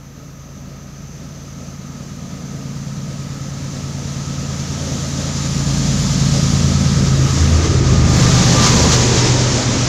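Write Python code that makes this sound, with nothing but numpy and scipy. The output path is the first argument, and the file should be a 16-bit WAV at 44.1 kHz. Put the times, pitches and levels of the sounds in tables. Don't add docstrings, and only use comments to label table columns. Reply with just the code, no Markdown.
import sys
import numpy as np
from scipy import signal
from scipy.io import wavfile
from scipy.ndimage import uniform_filter1d, minimum_filter1d, map_coordinates

SR = 44100
rng = np.random.default_rng(int(sys.argv[2]) if len(sys.argv) > 2 else 0)


def ratio(d):
    e = np.asarray(d, float) / 20
    return 10 ** e


def generate_wav(signal):
    frames = np.transpose(np.atleast_2d(signal))
    scaled = np.clip(frames, -1, 1) * 32767
    pcm = np.round(scaled).astype(np.int16)
    wavfile.write(sys.argv[1], SR, pcm)


N = 435708


def curves(rows):
    s, *columns = np.transpose(rows)
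    return [np.interp(np.arange(N) / SR, s, column) for column in columns]


def span(rows, fade_s=0.091):
    t = np.arange(N) / SR
    inside_s = np.minimum(t - rows[0][0], rows[-1][0] - t)
    return np.clip(inside_s / fade_s + 1, 0, 1)


def swells(rows):
    t = np.arange(0, N + 64, 64) / SR
    gain_db = sum(db * np.exp(-((t - s) / width_s) ** 2) for s, db, width_s in rows)
    return np.repeat(gain_db, 64)[:N]


def wobble(rate_hz):
    coarse = np.arange(0, N + 16, 16)
    knots = rng.standard_normal(int(N * rate_hz / SR) + 4)
    smooth = map_coordinates(knots, [coarse * rate_hz / SR])
    return np.interp(np.arange(N), coarse, smooth)


def unit(x):
    return x / np.sqrt(np.mean(x ** 2) + 1e-20)


def rush(spectrum, patchy_db):
    hz, _, z = signal.stft(rng.standard_normal(N), SR, nperseg=2048)
    field = uniform_filter1d(rng.standard_normal(z.shape), size=20, axis=0)
    field = uniform_filter1d(field, size=3, axis=1)
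    knot_hz, knot_db = np.transpose(spectrum)
    colour_db = np.interp(np.log(hz + 1), np.log(knot_hz), knot_db, left=-120, right=-120)
    gain = ratio(colour_db[:, None] + patchy_db * unit(field))
    return unit(signal.istft(z * gain, SR, nperseg=2048)[1][:N])


def tone(turns, drift_rad, rate_hz, unsteady_db):
    phase = 2 * np.pi * turns + drift_rad * wobble(rate_hz)
    return np.sqrt(2) * np.sin(phase) * ratio(unsteady_db * wobble(rate_hz))


def band(centre_hz, width_hz):
    phase = 2 * np.pi * np.cumsum(centre_hz + np.zeros(N)) / SR
    return unit(wobble(width_hz) * np.sin(phase) + wobble(width_hz) * np.cos(phase))


# (time [s], rate [Hz])
CYCLE = [(0, 9.283), (4.0, 9.278), (6.0, 9.275), (6.6, 9.232), (6.8, 9.185), (7.0, 9.106), (7.2, 8.946),
         (7.6, 8.975), (7.8, 8.813), (8.0, 8.561), (8.2, 8.422), (8.4, 8.352), (8.8, 8.299), (9.4, 8.332),
         (9.88, 8.332)]
# (time [s], level [dB])
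STACK = [(0, -41), (1.35, -36), (2.7, -29.5), (4.5, -26), (5.2, -26), (5.75, -20), (6.3, -18), (7.2, -16.5),
         (8.3, -13.5), (9.3, -17), (9.88, -20)]
# (order [per cycle], level [dB])
LOW_ORDERS = [(2, -20), (5, -17), (7, -12), (8, -9), (10, -4.5), (11, -8), (12, -3), (13, -9)]
HIGH_ORDERS = [(16, -13), (17, -13), (18, -6), (19, -11.5), (20, -10.5), (21, -8.5), (22, -10.5), (24, -16),
               (25, -14), (26, -12.5), (27, -16.5), (30, -18.5)]
OPPOSED_ORDERS = (7, 10, 11, 12, 13, 16, 17, 19)
# (time [s], gain [dB], half width [s])
THIRD_ECHOES = [(7.3, 6, .3), (8.35, 9, .3), (9.3, 9.9, 0.42)]
SIXTH_ECHOES = [(0, 12, 1.6), (3.8, -4, .8), (5.9, 8.5, 0.66), (6.8, -5, .12), (7.08, 8, .12),
                (7.5, -4, .2), (7.94, 9, .17)]
NINTH_ECHOES = [(2.9, -6, .9), (5.1, 4, .5), (6.1, -5, 0.41), (6.65, 5.5, .25), (7.42, 10, 0.043),
                (7.56, 11, .09), (7.8, -1, .1), (8.03, 6, 0.12), (8.5, -3, .18), (8.85, 5, .13),
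                (9.45, -18, .27)]
FIFTEENTH_ECHOES = [(2.25, -2.5, 0.36), (6.1, -1, .1), (6.28, 2.5, 0.092), (7.17, 3.5, .08),
                    (7.36, -5, 0.047), (7.6, -8.5, 0.14), (8.05, -3, 0.057), (8.76, -4, 0.13),
                    (9.6, -4, 0.099)]
LOW_ECHOES = [(1.2, -12, 1.2), (5.6, -6, .3), (7.9, 5, 0.28)]
HIGH_ECHOES = [(1.8, 3, 1.3), (3.8, -1.5, 0.57), (6.55, 3.5, 0.69), (7.25, -8.5, 0.14), (7.62, -10, 0.083),
               (7.83, -7, 0.1), (9.04, -14, 0.069), (9.8, -17, .5)]


def exhaust():
    stack_db, = curves(STACK)
    third_db = stack_db - 25 + swells(THIRD_ECHOES)
    sixth_db = stack_db - 16 + swells(SIXTH_ECHOES)
    ninth_db = stack_db - 7 + swells(NINTH_ECHOES)
    fifteenth_db = stack_db + swells(FIFTEENTH_ECHOES)
    low_db = stack_db - 10.5 + swells(LOW_ECHOES)
    high_db = stack_db - 3.5 + swells(HIGH_ECHOES)
    cycle_turns = np.cumsum(curves(CYCLE)[0]) / SR

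    def order_turns(order):
        scatter = rng.normal(0, .06 if order < 22 else .5)
        return order * cycle_turns + (order in OPPOSED_ORDERS) / 2 + scatter

    strong_orders = ((6, sixth_db), (9, ninth_db), (15, fifteenth_db), (14, fifteenth_db - 10), (3, third_db))
    strong = sum(ratio(db) * tone(order_turns(k), .15, 2, .4) for k, db in strong_orders)
    low = sum(ratio(db) * tone(order_turns(k), .3, 2, 2) for k, db in LOW_ORDERS)
    high = sum(ratio(db) * tone(order_turns(k), k / 25, 3, 2.5) for k, db in HIGH_ORDERS)
    return strong + ratio(low_db) * low + ratio(high_db) * high


# (time [s], level [dB], brightness [dB])
BODY = [(0, -53, -3.5), (1.15, -50, -1.5), (2.86, -46, 0), (4.43, -41, 2), (5.94, -36, 5.5),
        (6.5, -34, 4.5), (7.2, -34, 2), (7.5, -32, 1), (8.03, -31, -0.5), (8.2, -27, 2), (8.5, -26, 2.5),
        (8.7, -25, 3), (9.1, -26.5, 2.5), (9.5, -29, 3), (9.88, -28.5, 0.5)]
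# (time [s], gain [dB], half width [s])
PUFFS = [(4.59, 1, .06), (7.07, 1.5, 0.041), (7.38, 2, 0.12), (7.65, 2.5, 0.02), (7.82, -2, .03),
         (7.92, 0.5, 0.028), (8.2, 0.5, 0.026), (8.38, 0.5, .05), (9.19, 2.5, 0.037), (9.27, 2.5, 0.019)]
# (time [s], gain [dB], half width [s])
STRONG_PUFFS = [(8.655, 4.5, .03), (8.93, 4.5, .02)]
# (time [s], gain [dB], half width [s])
AIR_SHADES = [(0, -14, .9), (2.5, 3.5, 2.1), (7.85, -8, 0.22), (8.6, -4, 0.37), (9.8, -24, 0.62)]
# (frequency [Hz], density [dB per Hz])
RUMBLE = [(20, -15), (42, -9.5), (100, -3.5), (200, -1), (280, -1), (320, -8), (420, -11), (520, -8.5),
          (630, -10.5), (710, -14), (1000, -44)]
ENGINE_ROOM = [(500, -42), (750, -1), (1000, -1.5), (1170, -0.5), (1270, -0.5), (1400, -3), (1600, -3.5),
               (2000, -4.5), (2800, -7.5), (3600, -19)]
HISS = [(1530, -7.5), (2600, -8.5), (3220, -2.5), (6350, 3), (7240, -0.5), (7900, -11.5), (9000, -20),
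        (11700, -35), (19800, -120)]
AIR = [(6000, -30), (8500, 4), (10500, -1), (12500, -5), (15600, -18)]


def roar():
    near_db, bright_db = curves(BODY)
    room_db = near_db + swells(PUFFS) + swells(STRONG_PUFFS)
    rumble_db = near_db[0] + 11 + 0.9 * (near_db - near_db[0])
    hiss_db = room_db + bright_db + .4 * wobble(30)
    air_db = hiss_db - 17 + swells(AIR_SHADES)
    flutter = wobble(9) + wobble(22)
    swing = ratio(swells([(7.7, 5.8, 0.3)]))
    rumble = ratio(rumble_db + 0.62 * flutter * swing) * rush(RUMBLE, patchy_db=1.0)
    room = ratio(room_db + 1.5 + 0.17 * flutter) * rush(ENGINE_ROOM, patchy_db=0.4)
    hiss = ratio(hiss_db + 4.5 + 0.21 * flutter) * rush(HISS, patchy_db=0.6)
    air = ratio(air_db + 0.56 * flutter) * rush(AIR, patchy_db=-1.0)
    return rumble + room + hiss + air


# (time [s], centre [Hz], level [dB])
BOOM = [(5.5, 340.2, -52), (7.2, 342.7, -31), (7.55, 349.2, -30.5), (7.68, 360, -21.5), (7.9, 343.5, -27),
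        (8.5, 338, -28.5), (8.8, 470.4, -22.5), (9.45, 335.5, -25.5), (9.88, 328.4, -32)]
# (time [s], frequency [Hz], level [dB])
SCOOP = [(7.64, 82, -24), (7.72, 94, -18), (7.82, 108, -19), (7.92, 114, -25)]


def bridge():
    boom_hz, boom_db = curves(BOOM)
    scoop_hz, scoop_db = curves(SCOOP)
    boom = span(BOOM) * ratio(boom_db) * band(boom_hz, width_hz=200)
    scoop = span(SCOOP) * ratio(scoop_db) * tone(np.cumsum(scoop_hz) / SR, .5, 10, 1)
    return boom + scoop


# (time [s], level [dB])
MOTORS = [(0.0, -53), (2.2, -51), (4.2, -44), (5.2, -42), (6.5, -37.5), (7.5, -37), (7.85, -38)]


def motors():
    whine = band(1268 + 9 * wobble(1.6), width_hz=135)
    level_db = curves(MOTORS)[0] - 1.0 + .8 * wobble(3)
    return span(MOTORS, fade_s=0.27) * ratio(level_db) * whine


def doppler(speed_mps, nearest_s, nearest_m):
    along_m = speed_mps * (np.arange(N) / SR - nearest_s)
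    receding_mps = along_m / np.hypot(along_m, nearest_m) * speed_mps
    return 1 / (1 + receding_mps / 343)


# (time [s], gain [dB], half width [s])
THIRD_MESH_SWELLS = [(8.02, 6, .03), (8.11, 8, .03), (8.26, 13, .03), (8.39, 9, .05), (8.58, 14, .04),
                     (8.65, 16, .05), (8.8, 8, .07)]
SECOND_MESH_SWELLS = [(8.35, 10, 0.24), (8.76, 9, 0.12)]


def gears():
    mesh_hz = 416.3 * doppler(speed_mps=20.26, nearest_s=7.79, nearest_m=10.05)
    turns = np.cumsum(mesh_hz) / SR
    third_db = -39 + swells(THIRD_MESH_SWELLS)
    second_db = -46 + swells(SECOND_MESH_SWELLS)
    third = ratio(third_db) * tone(3 * turns, .3, 10, 1)
    second = ratio(second_db) * tone(2 * turns, .7, 14, 3)
    fourth = ratio(third_db - 13) * tone(4 * turns, 2, 60, 3)
    return span([(7.85,), (8.95,)]) * (third + second + fourth)


# (time [s], frequency [Hz], level [dB])
HOWL = [(8.55, 1020, -40), (8.68, 1003, -27), (8.9, 995, -32), (9.1, 975, -37), (9.4, 945, -35),
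        (9.6, 935, -42)]


def fan():
    fan_hz, fan_db = curves(HOWL)
    return span(HOWL) * ratio(fan_db) * tone(np.cumsum(fan_hz) / SR, 2, 50, 2.5)


# (time [s], level [dB])
TURBO = [(0.5, -74), (1.9, -60), (5.3, -42), (5.45, -36), (6.5, -41), (6.72, -45)]


def turbocharger():
    t = np.arange(N) / SR
    pair = tone(7096 * t, 1.1, 22, 2) + ratio(-3) * tone(7068 * t, 1.1, 22, 2)
    return span(TURBO) * ratio(curves(TURBO)[0] - 3.5) * pair


# (time [s], level [dB])
NEARING_GEAR = [(3.7, -59), (5.3, -54), (6.6, -51)]


def nearing_gear():
    t = np.arange(N) / SR
    return span(NEARING_GEAR) * ratio(curves(NEARING_GEAR)[0]) * tone(880 * t, 1, 12, 4)


# (time [s], level [dB])
INSECTS = [(0.0, -58), (1.28, -53), (3.1, -53), (5.0, -44)]
# (time [s], gain [dB], half width [s])
INSECT_PAUSE = [(3.28, -17, .07)]
# (frequency [Hz], density [dB per Hz])
BUZZ = [(5650, -40), (5790, -3), (6150, -1), (6420, 0), (6530, -4), (6700, -40)]


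def insects():
    buzz = ratio(.6 * wobble(14)) * rush(BUZZ, patchy_db=1)
    level_db = curves(INSECTS)[0] + swells(INSECT_PAUSE) + 5.0
    return span(INSECTS, fade_s=0.93) * ratio(level_db) * buzz


def scene():
    whines = motors() + gears() + fan() + turbocharger() + nearing_gear()
    return np.tile(exhaust() + roar() + bridge() + whines + insects(), (2, 1))


# (time [s], peak [dB])
TICKS = [(8.1412, -31), (8.1582, -29), (8.1702, -26), (8.2255, -30), (8.2898, -29), (8.3238, -30),
         (8.3572, -30), (8.444, -31), (8.459, -28), (8.6201, -28), (8.6755, -26), (8.7399, -31),
         (8.7693, -28), (8.8456, -28), (8.896, -28), (8.9704, -26)]


def ticks():
    count = 40
    weak = np.c_[rng.uniform(8.14, 9.02, count), rng.normal(-37, 2.5, count)]
    s, db = np.r_[TICKS, weak].T
    spikes = np.bincount(np.round(s * SR).astype(int), ratio(db + 8), minlength=N)
    return np.convolve(spikes, [-.4, 1, -.6], "same")


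def limited(x, top, release):
    need = np.minimum(1, top / np.abs(x + 1e-9))
    held = minimum_filter1d(need, size=release, origin=(release - 1) // 2)
    return x * np.minimum(need, uniform_filter1d(held, size=release // 2, origin=0))


def low_pass(x):
    return signal.sosfilt(signal.butter(12, 15730, fs=SR, output="sos"), x)


# (frequency [Hz], level [dB])
CIRCUIT = [(9119, -76), (9570, -78), (9884, -77), (11090, -79), (11825, -78), (12215, -78), (13130, -80),
           (13340, -76), (14147, -75)]
# (frequency [Hz], density [dB per Hz])
SELF_NOISE = [(200, -7), (7000, -37), (9000, 8), (13500, 16), (15700, 8)]


def record(dry):
    t = np.arange(N) / SR
    power = uniform_filter1d(dry[0] ** 2, size=SR // 2)
    loud_db = 10 * np.log10(np.abs(power) + 1e-9)
    duck = ratio(-1.1 * np.maximum(loud_db + 15, 0))
    tones = sum(ratio(db - 2) * tone(hz * t, 1.1, 14, 3) for hz, db in CIRCUIT)
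    hiss = ratio(-62) * rush(SELF_NOISE, patchy_db=.4)
    x = dry[0] + duck * (tones + hiss)
    x = limited(x, top=.705, release=41) + ticks()
    return low_pass(np.tile(x, (2, 1)))


dry = scene()
out = record(dry)
generate_wav(out)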